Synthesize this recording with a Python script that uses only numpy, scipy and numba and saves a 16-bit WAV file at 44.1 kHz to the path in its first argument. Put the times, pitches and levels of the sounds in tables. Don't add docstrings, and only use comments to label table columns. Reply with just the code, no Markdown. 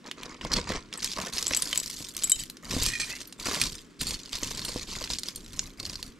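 import sys
import numpy as np
from scipy import signal
from scipy.fft import rfft, irfft, next_fast_len
from scipy.io import wavfile
from scipy.ndimage import uniform_filter1d
from numba import njit

SR = 44100
rng = np.random.default_rng(int(sys.argv[2]) if len(sys.argv) > 2 else 0)


def generate_wav(signal):
    frames = np.transpose(np.atleast_2d(signal))
    scaled = np.clip(frames, -1, 1) * 32767
    pcm = np.round(scaled).astype(np.int16)
    wavfile.write(sys.argv[1], SR, pcm)


N = 272979

# (start [s], length [s], chain rattle [dB], cord drag [dB], weight on the table [dB])
STROKES = [(0.035, 0.039, -51, -46, -64), (0.16, 0.2, -50, -48, -58), (0.4, 0.077, -46.5, -45, -43.5),
           (0.491, 0.071, -41.5, -40, -38), (0.549, 0.033, -34, -36, -38), (0.66, 0.11, -39.5, -39.5, -41),
           (0.91, 0.069, -51, -49.5, -69), (0.987, 0.15, -38, -54, -53.5), (1.153, 0.13, -40.5, -41.5, -56),
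           (1.309, 0.28, -37.5, -47.5, -52), (1.595, 0.2, -39, -48.5, -55),
           (1.811, 0.29, -42, -59.5, -55.5), (2.132, 0.19, -44, -56, -55), (2.342, 0.085, -40, -64, -46.5),
           (2.619, 0.089, -48.5, -50, -50), (2.68, 0.14, -36, -45, -41), (2.797, 0.093, -32, -50.5, -37.5),
           (2.964, 0.25, -40.5, -52.5, -54), (3.378, 0.057, -43, -52.5, -48),
           (3.433, 0.16, -33.5, -38.5, -55), (3.604, 0.06, -33.5, -45, -38.5),
           (3.665, 0.13, -45.5, -61.5, -51.5), (3.989, 0.16, -38.5, -49, -42.5),
           (4.173, 0.38, -48, -60.5, -68), (4.315, 0.045, -36, -47.5, -47.5),
           (4.398, 0.15, -39, -48, -44.5), (4.551, 0.28, -40, -50.5, -47), (4.861, 0.19, -39.5, -50, -46),
           (5.081, 0.063, -35, -53.5, -42.5), (5.234, 0.065, -44.5, -53, -67), (5.332, 0.18, -55, -76, -51),
           (5.495, 0.2, -51, -58, -47.5), (5.771, 0.23, -50, -55, -49), (6.021, 0.063, -51.5, -62.5, -48)]
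REST_DB = -74


def effort(axis, settle_db, attack_s=0.028, tire_db_per_s=12, release_db_per_s=450, settle_db_per_s=105):
    t = np.arange(N) / SR
    power = undb(REST_DB) ** 2
    for row in STROKES:
        start, length = row[:2]
        since = np.maximum(t - start, 0)
        after = np.maximum(since - length, 0)
        push_db = row[axis] - tire_db_per_s * (since - after)
        release = undb(-release_db_per_s * after) + undb(settle_db - settle_db_per_s * after)
        attack = np.minimum(since / attack_s, 1)
        power = power + (attack * undb(push_db) * release) ** 2
    return 10 * np.log10(power)


def stick_slip(per_s=75):
    hold = int(SR / per_s)
    steps = np.repeat(rng.standard_normal(N // hold + 1), hold)[:N]
    return unit(uniform_filter1d(steps, hold // 2))


# (time [s], treble gain relative to the rattle's own treble [dB])
FINE_CHAIN = [(.8, -46), (1.0, -5), (1.6, 5.5), (2.0, 7), (2.85, 2), (3.55, 2), (4.4, -2.5), (5.0, -3.5),
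              (5.6, 4.5)]
# (frequency [Hz], level [dB])
RATTLE_COLOUR = [(500, -24.5), (1500, -7.5), (2300, -1.5), (4500, 6), (7500, 1), (10000, -8.5),
                 (12500, -11), (15500, -30)]


def chains(slip, rattle_db=-3.5, slip_db=2, split_hz=8500, busy_db=-28):
    effort_db = effort(axis=2, settle_db=-13)
    moving_share = undb((effort_db - busy_db) / 2)
    links = collisions(per_s=560, lo_hz=712, hi_hz=15575, t60=.023, tick=0.77, share=moving_share)
    links = steady(colour(links, RATTLE_COLOUR), size=2100)
    highpass = signal.butter(2, split_hz, "high", fs=SR, output="sos")
    treble = signal.sosfiltfilt(highpass, links)
    sparkling = links + (undb(curve(FINE_CHAIN)) - 1) * treble
    return sparkling * undb(effort_db + rattle_db + slip_db * slip)


# (frequency [Hz], level [dB])
RUB_COLOUR = [(60, -14.5), (200, 6.5), (520, 0.5), (780, -6), (1050, 4), (1500, -4.5), (2200, -1),
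              (4000, -28), (10000, -27.5), (15500, -44)]


def rubbing(slip, rub_db=1.5, slip_db=1.5, busy_db=-36):
    effort_db = effort(axis=3, settle_db=-14)
    slipping_share = undb((effort_db - busy_db) / 2)
    slips = collisions(per_s=600, lo_hz=79.0, hi_hz=3528, t60=0.047, tick=0.91, share=slipping_share)
    return steady(colour(slips, RUB_COLOUR), size=1800) * undb(effort_db + rub_db + slip_db * slip)


# (time [s], level [dB], main resonance [Hz], treble [dB])
CLICKS = [(0.1127, -19.5, 2850, -26), (0.2324, -24, 2450, -20.5), (.411, -26, 2860, -39),
          (.7199, -19.5, 2170, -30), (0.9271, -23, 3000, -27), (1.044, -12, 5200, -13),
          (1.382, -13.5, 5200, -21), (1.4259, -14.5, 5280, -13), (1.4673, -11, 7400, -22),
          (1.509, -18, 2050, -36), (1.5348, -11.5, 4900, -37), (1.5472, -10, 7740, -20),
          (1.6221, -9.5, 9400, -12), (1.7287, -13, 3600, -22), (1.7577, -17, 3600, -15),
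          (2.166, -17.5, 6040, -5), (2.499, -24, 3970, -4), (2.833, -14.5, 6960, -1),
          (2.8625, -10.5, 5100, -9), (3.5532, -20, 1460, -20), (3.6144, -10.5, 2500, -12),
          (4.0106, -15.5, 4020, -21), (4.3307, -18.5, 3600, -30), (4.4322, -15, 6600, -21),
          (4.9529, -28, 2090, -33), (5.074, -27, 2800, -27), (5.1015, -18.5, 4270, -24),
          (5.1853, -17.5, 7600, -36), (5.285, -17, 5030, -15), (5.592, -10.5, 6870, -32),
          (6.0275, -19.5, 4370, -15)]
# (time [s], level [dB])
TICKS = [(.062, -38), (.0761, -35), (.2581, -36), (.4485, -24.5), (.6908, -23.5), (.9374, -23),
         (1.0266, -23), (1.1168, -20.5), (1.124, -25), (1.184, -25), (1.371, -20), (1.388, -17.5),
         (1.6735, -21.5), (1.8342, -28), (2.0466, -27), (2.2222, -21.5), (2.569, -32.5), (2.7421, -24),
         (3.325, -29), (3.637, -14.5), (3.6696, -22), (3.7822, -32), (4.1075, -19), (4.3609, -27),
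         (4.593, -20), (4.7762, -25), (5.04, -18.5), (5.135, -16.5), (5.2335, -18.5), (5.4615, -33.5),
         (5.5316, -33), (5.8624, -24.5), (5.8738, -38), (5.9323, -27)]
TICK_HZ, TICK_TREBLE_DB = 5050, -20


def beads(click_db=-8, tone=0.45, rise_s=0.00018, snap=1.8, snap_t60=0.0021, t60=0.015, treble_db=3,
          body_db=-14, settle=0.17, settle_t60=0.059, graze=0.037, graze_s=0.0025):
    out, t = np.zeros(N), np.arange(SR // 10) / SR
    small = [(s, db, TICK_HZ, TICK_TREBLE_DB) for s, db in TICKS]
    for s, db, hz, high_db in list(CLICKS) + small:
        shape = snap * fade(t, snap_t60) + fade(t, t60) + settle * fade(t, settle_t60)
        shape *= 1 - np.exp(-t / rise_s)
        low, high = body_db, high_db + treble_db
        points = [(200, low - 8), (1200, low), (hz, 0), (11500, high), (16000, high - 21)]
        crack = unit(colour(rng.standard_normal(len(t)) * shape, points))
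        click = crack + tone * unit(np.sin(2 * np.pi * hz * t) * fade(t, t60))
        click = undb(db + click_db) * click / np.sqrt(np.mean(click[:SR // 500] ** 2))
        add(out, s + 2 * rise_s, click)
        add(out, s - graze_s * (.5 + rng.random()), graze * click)
    return out


# (time [s], level [dB], favoured modes [Hz])
CLACKS = [(.518, -17.5, 5000), (.5335, -12, 5700), (.5378, -8.5, 4600), (.567, -16, 4700),
          (5.7996, -18, 3000), (5.829, -37, 5600), (5.8525, -19.5, 3500), (5.8965, -21.5, 5630),
          (5.9557, -22, 4800)]
# (frequency [Hz], relative level [dB], t60 [s])
HOLLOW_BEAD_MODES = [(4320, -1, 0.023), (4840, -4, 0.033), (5550, -1.5, 0.012)]


def hollow_bead():
    return struck(CLACKS, HOLLOW_BEAD_MODES, gain_db=-3.0, octaves=0.35, tick=0.79, tick_t60=0.016, pull_hz=27)


# (time [s], level [dB], modes favoured by the contact [Hz], ring length [share of the free ring])
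CHINKS = [(1.480, -15.5, 7950, 0.54), (1.566, -10.5, 5000, 0.15), (1.572, -9.5, 8900, 0.37),
          (1.729, -13, 3200, 0.17), (1.776, -7, 7300, 0.25), (1.8, -17, 6000, .35),
          (2.2365, -9, 4970, 0.19), (2.2415, -9.5, 8300, 0.6), (2.318, -3.5, 5530, 0.66),
          (2.397, -22, 4850, 0.75)]
# (frequency [Hz], relative level [dB], t60 ringing free [s])
PENDANT_MODES = [(3058, -3, 0.18), (3860, -11, 0.18), (7090, 1.5, 0.05), (7770, 7.5, 0.088),
                 (9740, 4, 0.029), (11600, 3.5, 0.035)]


def pendant():
    return struck(CHINKS, PENDANT_MODES, gain_db=-4, octaves=0.44, tick=0.67, tick_t60=0.0075, pull_hz=19,
                  vary=0.003)


# (time [s], level [dB], favoured modes [Hz], ring length [share of the free ring])
BANGLE_KNOCKS = [(2.869, -17.5, 6640, 1), (2.935, -17.5, 1800, 0.72), (2.953, -17, 1500, 0.62),
                 (2.999, -14, 4440, 1), (3.615, -8.5, 4900, 0.22)]
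# (start [s], length [s], level [dB], favoured modes [Hz], pitch bend over the scrape [share])
BANGLE_SCRAPES = [(2.869, 0.16, -41.5, 1800, -.01), (2.997, 0.054, -34, 2930, -.015),
                  (3.069, 0.11, -40, 2000, 0.14)]
# (frequency [Hz], relative level [dB], t60 ringing free [s])
BANGLE_MODES = [(1882, 3, 0.12), (2440, 5, 0.16), (3210, -9.5, 0.24), (4040, -5, 0.25), (4370, 2, 0.14),
                (5210, -2, 0.19), (5600, -13, 0.25), (6220, 1, 0.17), (7630, -0.5, 0.17), (8460, -1, 0.23),
                (10000, -7.5, 0.25)]


def bangle():
    knocks = struck(BANGLE_KNOCKS, BANGLE_MODES, gain_db=-8.5, octaves=1.5, tick=0.83, tick_t60=0.027,
                    pull_hz=24)
    return knocks + scraped(BANGLE_MODES, BANGLE_SCRAPES, per_s=310, octaves=0.26)


# (time [s], level [dB], favoured modes [Hz], ring length [share of the free ring])
JINGLES = [(3.274, -33.5, 14000, 0.9), (4.015, -18.5, 8570, 0.26), (4.069, -20, 6440, 0.45),
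           (4.092, -28, 6840, 1), (4.142, -22.5, 5460, 0.21), (4.648, -26.5, 8200, 1),
           (4.690, -27, 6750, 0.55), (5.194, -23.5, 8600, 0.1), (5.359, -22.5, 8950, 0.27)]
# (start [s], length [s], level [dB], favoured modes [Hz], pitch bend over the shake [share])
CHARM_SHAKES = [(4.012, .15, -44.5, 6000, .005), (4.312, 0.35, -50.5, 7500, -.02)]
# (frequency [Hz], relative level [dB], t60 ringing free [s])
CHARM_MODES = [(4360, 9.5, 0.2), (4950, -5, 0.22), (7150, -1, 0.096), (8670, -2.5, 0.22), (9980, 1, 0.076),
               (11970, 7, 0.036)]


def charms():
    jingles = struck(JINGLES, CHARM_MODES, gain_db=-3.0, octaves=0.4, tick=0.66, tick_t60=0.021, pull_hz=42,
                     vary=0.0078)
    return jingles + scraped(CHARM_MODES, CHARM_SHAKES, per_s=70, octaves=0.91)


# (time [s], level [dB], favoured modes [Hz])
PINGS = [(.975, -26.5, 8500), (2.2965, -10.5, 8650)]
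# (frequency [Hz], relative level [dB], t60 [s])
HOOP_MODES = [(7660, -5, .05), (8520, -4, 0.047), (11300, -7, .03)]


def hoop():
    return struck(PINGS, HOOP_MODES, gain_db=-4, octaves=.6, tick=0.74, tick_t60=0.014, pull_hz=30, vary=.004)


# (time [s], level [dB], pitch of the push [Hz])
BUMPS = [(.450, -27, 724), (.570, -31, 503), (.586, -26, 480), (.702, -23.5, 450), (.720, -32, 650),
         (.757, -36, 740), (1.174, -29.5, 850), (1.187, -26.5, 895), (1.511, -29, 490), (2.006, -36.5, 273),
         (2.737, -24, 262), (2.766, -22, 295), (3.485, -26.5, 408), (4.019, -31, 205), (4.426, -29, 350),
         (4.692, -34, 600), (4.760, -26, 380), (5.015, -31, 620), (5.102, -34.5, 710)]
# (frequency [Hz], relative level [dB], t60 [s])
TABLE_MODES = [(81.6, 3, 0.27), (178, 2, 0.034), (279, 1.5, 0.037), (486, -6, 0.062), (610, -2, 0.023),
               (1065, 4, 0.018)]
# (frequency [Hz], level [dB])
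RUMBLE_COLOUR = [(12, -20), (27, 2), (40, -3), (65, -9.5), (220, -12.5), (600, -32), (8000, -64)]


def table(slip, rumble_db=-1.5, slip_db=2):
    knocks = struck(BUMPS, TABLE_MODES, gain_db=4.5, octaves=0.84, tick=0.37, tick_t60=0.012, pull_hz=12.5,
                    vary=0.026)
    sway = steady(colour(rng.standard_normal(N), RUMBLE_COLOUR), size=4000)
    weight_db = effort(axis=4, settle_db=-5.0)
    return knocks + sway * undb(weight_db + rumble_db + slip_db * slip)


# (frequency [Hz], level [dB])
ROOM_COLOUR = [(25, -12), (100, -8.5), (250, 4.5), (420, -4), (780, -24), (1100, -13), (4500, -23),
               (8000, -27.5), (14000, -46)]


def room_tone(floor_db=-54, width=0.33):
    mid, side = (unit(colour(rng.standard_normal(N), ROOM_COLOUR)) for _ in range(2))
    return undb(floor_db) * np.array([mid + width * side, mid - width * side])


def room(x, near_db=-12, near_t60=0.19, far_db=-26, far_t60=.36):
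    t = np.arange(SR // 2) / SR
    out = []
    for _ in range(2):
        near = unit(rng.standard_normal(len(t)) * fade(t, near_t60))
        far = unit(rng.standard_normal(len(t)) * fade(t, far_t60))
        echo = (undb(near_db) * near + undb(far_db) * far) / np.sqrt(len(t))
        echo = colour(echo, [(100, -20), (1000, 0), (5000, -2), (12000, 2)])
        out.append(x + signal.fftconvolve(x, echo)[:N])
    return np.array(out)


def placed(x, pan_db):
    return room(x) * undb(np.array([[pan_db], [-pan_db]]) / 2)


def struck(blows, modes, gain_db, octaves, tick, tick_t60, pull_hz, vary=0, rise_s=0.00088):
    out, t = np.zeros(N), np.arange(SR // 2) / SR
    for s, db, contact_hz, *free in blows:
        ring = 0
        for (hz, _, t60), weight in zip(modes, favoured(modes, contact_hz, octaves)):
            phase = wavering(hz * (1 + vary * rng.standard_normal()), pull_hz, len(t))
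            decay = fade(t, t60 * np.prod(free))
            ring = ring + rng.choice([-1, 1]) * weight * np.sin(phase) * decay
        contact = tick * rng.standard_normal(len(t)) * fade(t, tick_t60) * (1 - np.exp(-t / rise_s))
        add(out, s, undb(db + gain_db) * (ring + colour(contact, RATTLE_COLOUR)))
    return out


def scraped(modes, drags, per_s, octaves, free=.25, pull_hz=28):
    out, t = np.zeros(N), np.arange(SR) / SR
    for s, length, db, contact_hz, bend in drags:
        along = np.minimum(t / length, 1)
        caught = rng.random(SR) < per_s / SR
        catches = 2 * np.sqrt(along * (1 - along) * SR / per_s) * caught
        for (hz, _, t60), weight in zip(modes, favoured(modes, contact_hz, octaves)):
            keep = fade(1 / SR, t60 * free)
            kicks = catches * (rng.standard_normal(SR) + 1j * rng.standard_normal(SR))
            ring = signal.lfilter([np.sqrt(1 - keep ** 2)], [1, -keep], kicks)
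            phase = wavering(hz * (1 + bend * along), pull_hz, SR)
            add(out, s, undb(db) * weight * np.real(ring * np.exp(1j * phase)))
    return out


def wavering(hz, pull_hz, size):
    pull = pull_hz * unit(uniform_filter1d(rng.standard_normal(size), size=700))
    return 2 * np.pi * np.cumsum(hz + pull) / SR


def favoured(modes, contact_hz, octaves):
    hz, db, _ = np.transpose(modes)
    weight = undb(db) / (1 + (np.log2(hz / contact_hz) / octaves) ** 2)
    return weight / np.linalg.norm(weight)


@njit
def grains(start, hz, t60, size, length):
    out = np.zeros(length)
    for k in range(len(start)):
        for m in range(hz.shape[1]):
            pole = np.exp(2j * np.pi * hz[k, m] / SR - np.log(1000) / (t60[k] * SR))
            z = size[k] + 0j
            for i in range(start[k], min(length, start[k] + int(t60[k] * SR))):
                out[i] += z.imag
                z *= pole
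    return out


def collisions(per_s, lo_hz, hi_hz, t60, tick, share, spread_db=4.2):
    chance = rng.random((int(per_s * N / SR), 11))
    start = (chance[:, 0] * N).astype(np.int64)
    rings = t60 * np.exp(2 * chance[:, 1] - 1)
    size = undb(spread_db * np.minimum(-np.log(1 - chance[:, 2]), 4))
    size *= np.where(chance[:, 3] < share[start], 1, .04)
    hz = lo_hz + (min(hi_hz, SR / 2) - lo_hz) * chance[:, 4:]
    hz *= rng.choice([-1, 1], hz.shape)
    contact = signal.lfilter([1], [1, -np.exp(-1 / (.0004 * SR))], np.bincount(start, size, N))
    ringing = unit(grains(start, hz, rings, size / np.sqrt(rings), N))
    return ringing + tick * unit(contact * rng.standard_normal(N))


def steady(x, size):
    return x / np.sqrt(uniform_filter1d(x ** 2, size=size) + 1e-6 * np.mean(x ** 2))


def undb(db):
    return 10 ** (np.asarray(db) / 20)


def unit(x):
    return x / np.sqrt(np.mean(x ** 2))


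def curve(points, axis=1):
    rows = np.array(points)
    return np.interp(np.arange(N) / SR, rows[:, 0], rows[:, axis])


def over_bins(points, size):
    hz, value = np.transpose(points)
    return np.interp(np.log(np.fft.rfftfreq(size, 1 / SR) + 1), np.log(hz), value)


def colour(x, points):
    size = next_fast_len(len(x)) * 2
    cepstrum = irfft(np.log(undb(over_bins(points, size))))
    cepstrum[1:size // 2] *= 2
    cepstrum[size // 2 + 1:] = 0
    return irfft(rfft(x, size) * np.exp(rfft(cepstrum)))[:len(x)]


def fade(t, t60):
    return np.exp(-np.log(1000) * t / max(t60, 1e-4))


def add(out, s, sound):
    start = max(int(s * SR), 0)
    out[..., start:start + len(sound)] += sound[:N - start]


def scene():
    slip = stick_slip()
    links = placed(chains(slip), pan_db=3.5) + placed(chains(slip), pan_db=-5.5)
    cords = room(rubbing(slip))
    clicks = placed(beads() + hollow_bead(), pan_db=-1.5)
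    metal = placed(pendant() + hoop(), pan_db=1.5)
    metal = metal + placed(bangle(), pan_db=-3.0) + placed(charms(), pan_db=-2.5)
    return links + cords + clicks + metal + room(table(slip)) + room_tone()


# (frequency [Hz], lead of the left [radians])
PORT_PHASE = [(350, 0), (1100, -.75), (4000, -.35), (14000, -.6)]
# (frequency [Hz], left minus right [dB])
PORT_BALANCE = [(600, 0.28), (1900, -1.34), (4400, 0.21), (8000, 1)]


def record(dry, top_hz=15700):
    size = 2 * next_fast_len(N)
    half = undb(over_bins(PORT_BALANCE, size) / 2) * np.exp(.5j * over_bins(PORT_PHASE, size))
    ports = irfft(rfft(dry, size) * np.array([half, 1 / half]))[:, :N]
    return signal.sosfilt(signal.ellip(8, .2, 80, top_hz, fs=SR, output="sos"), ports)


dry = scene()
out = record(dry)
generate_wav(out)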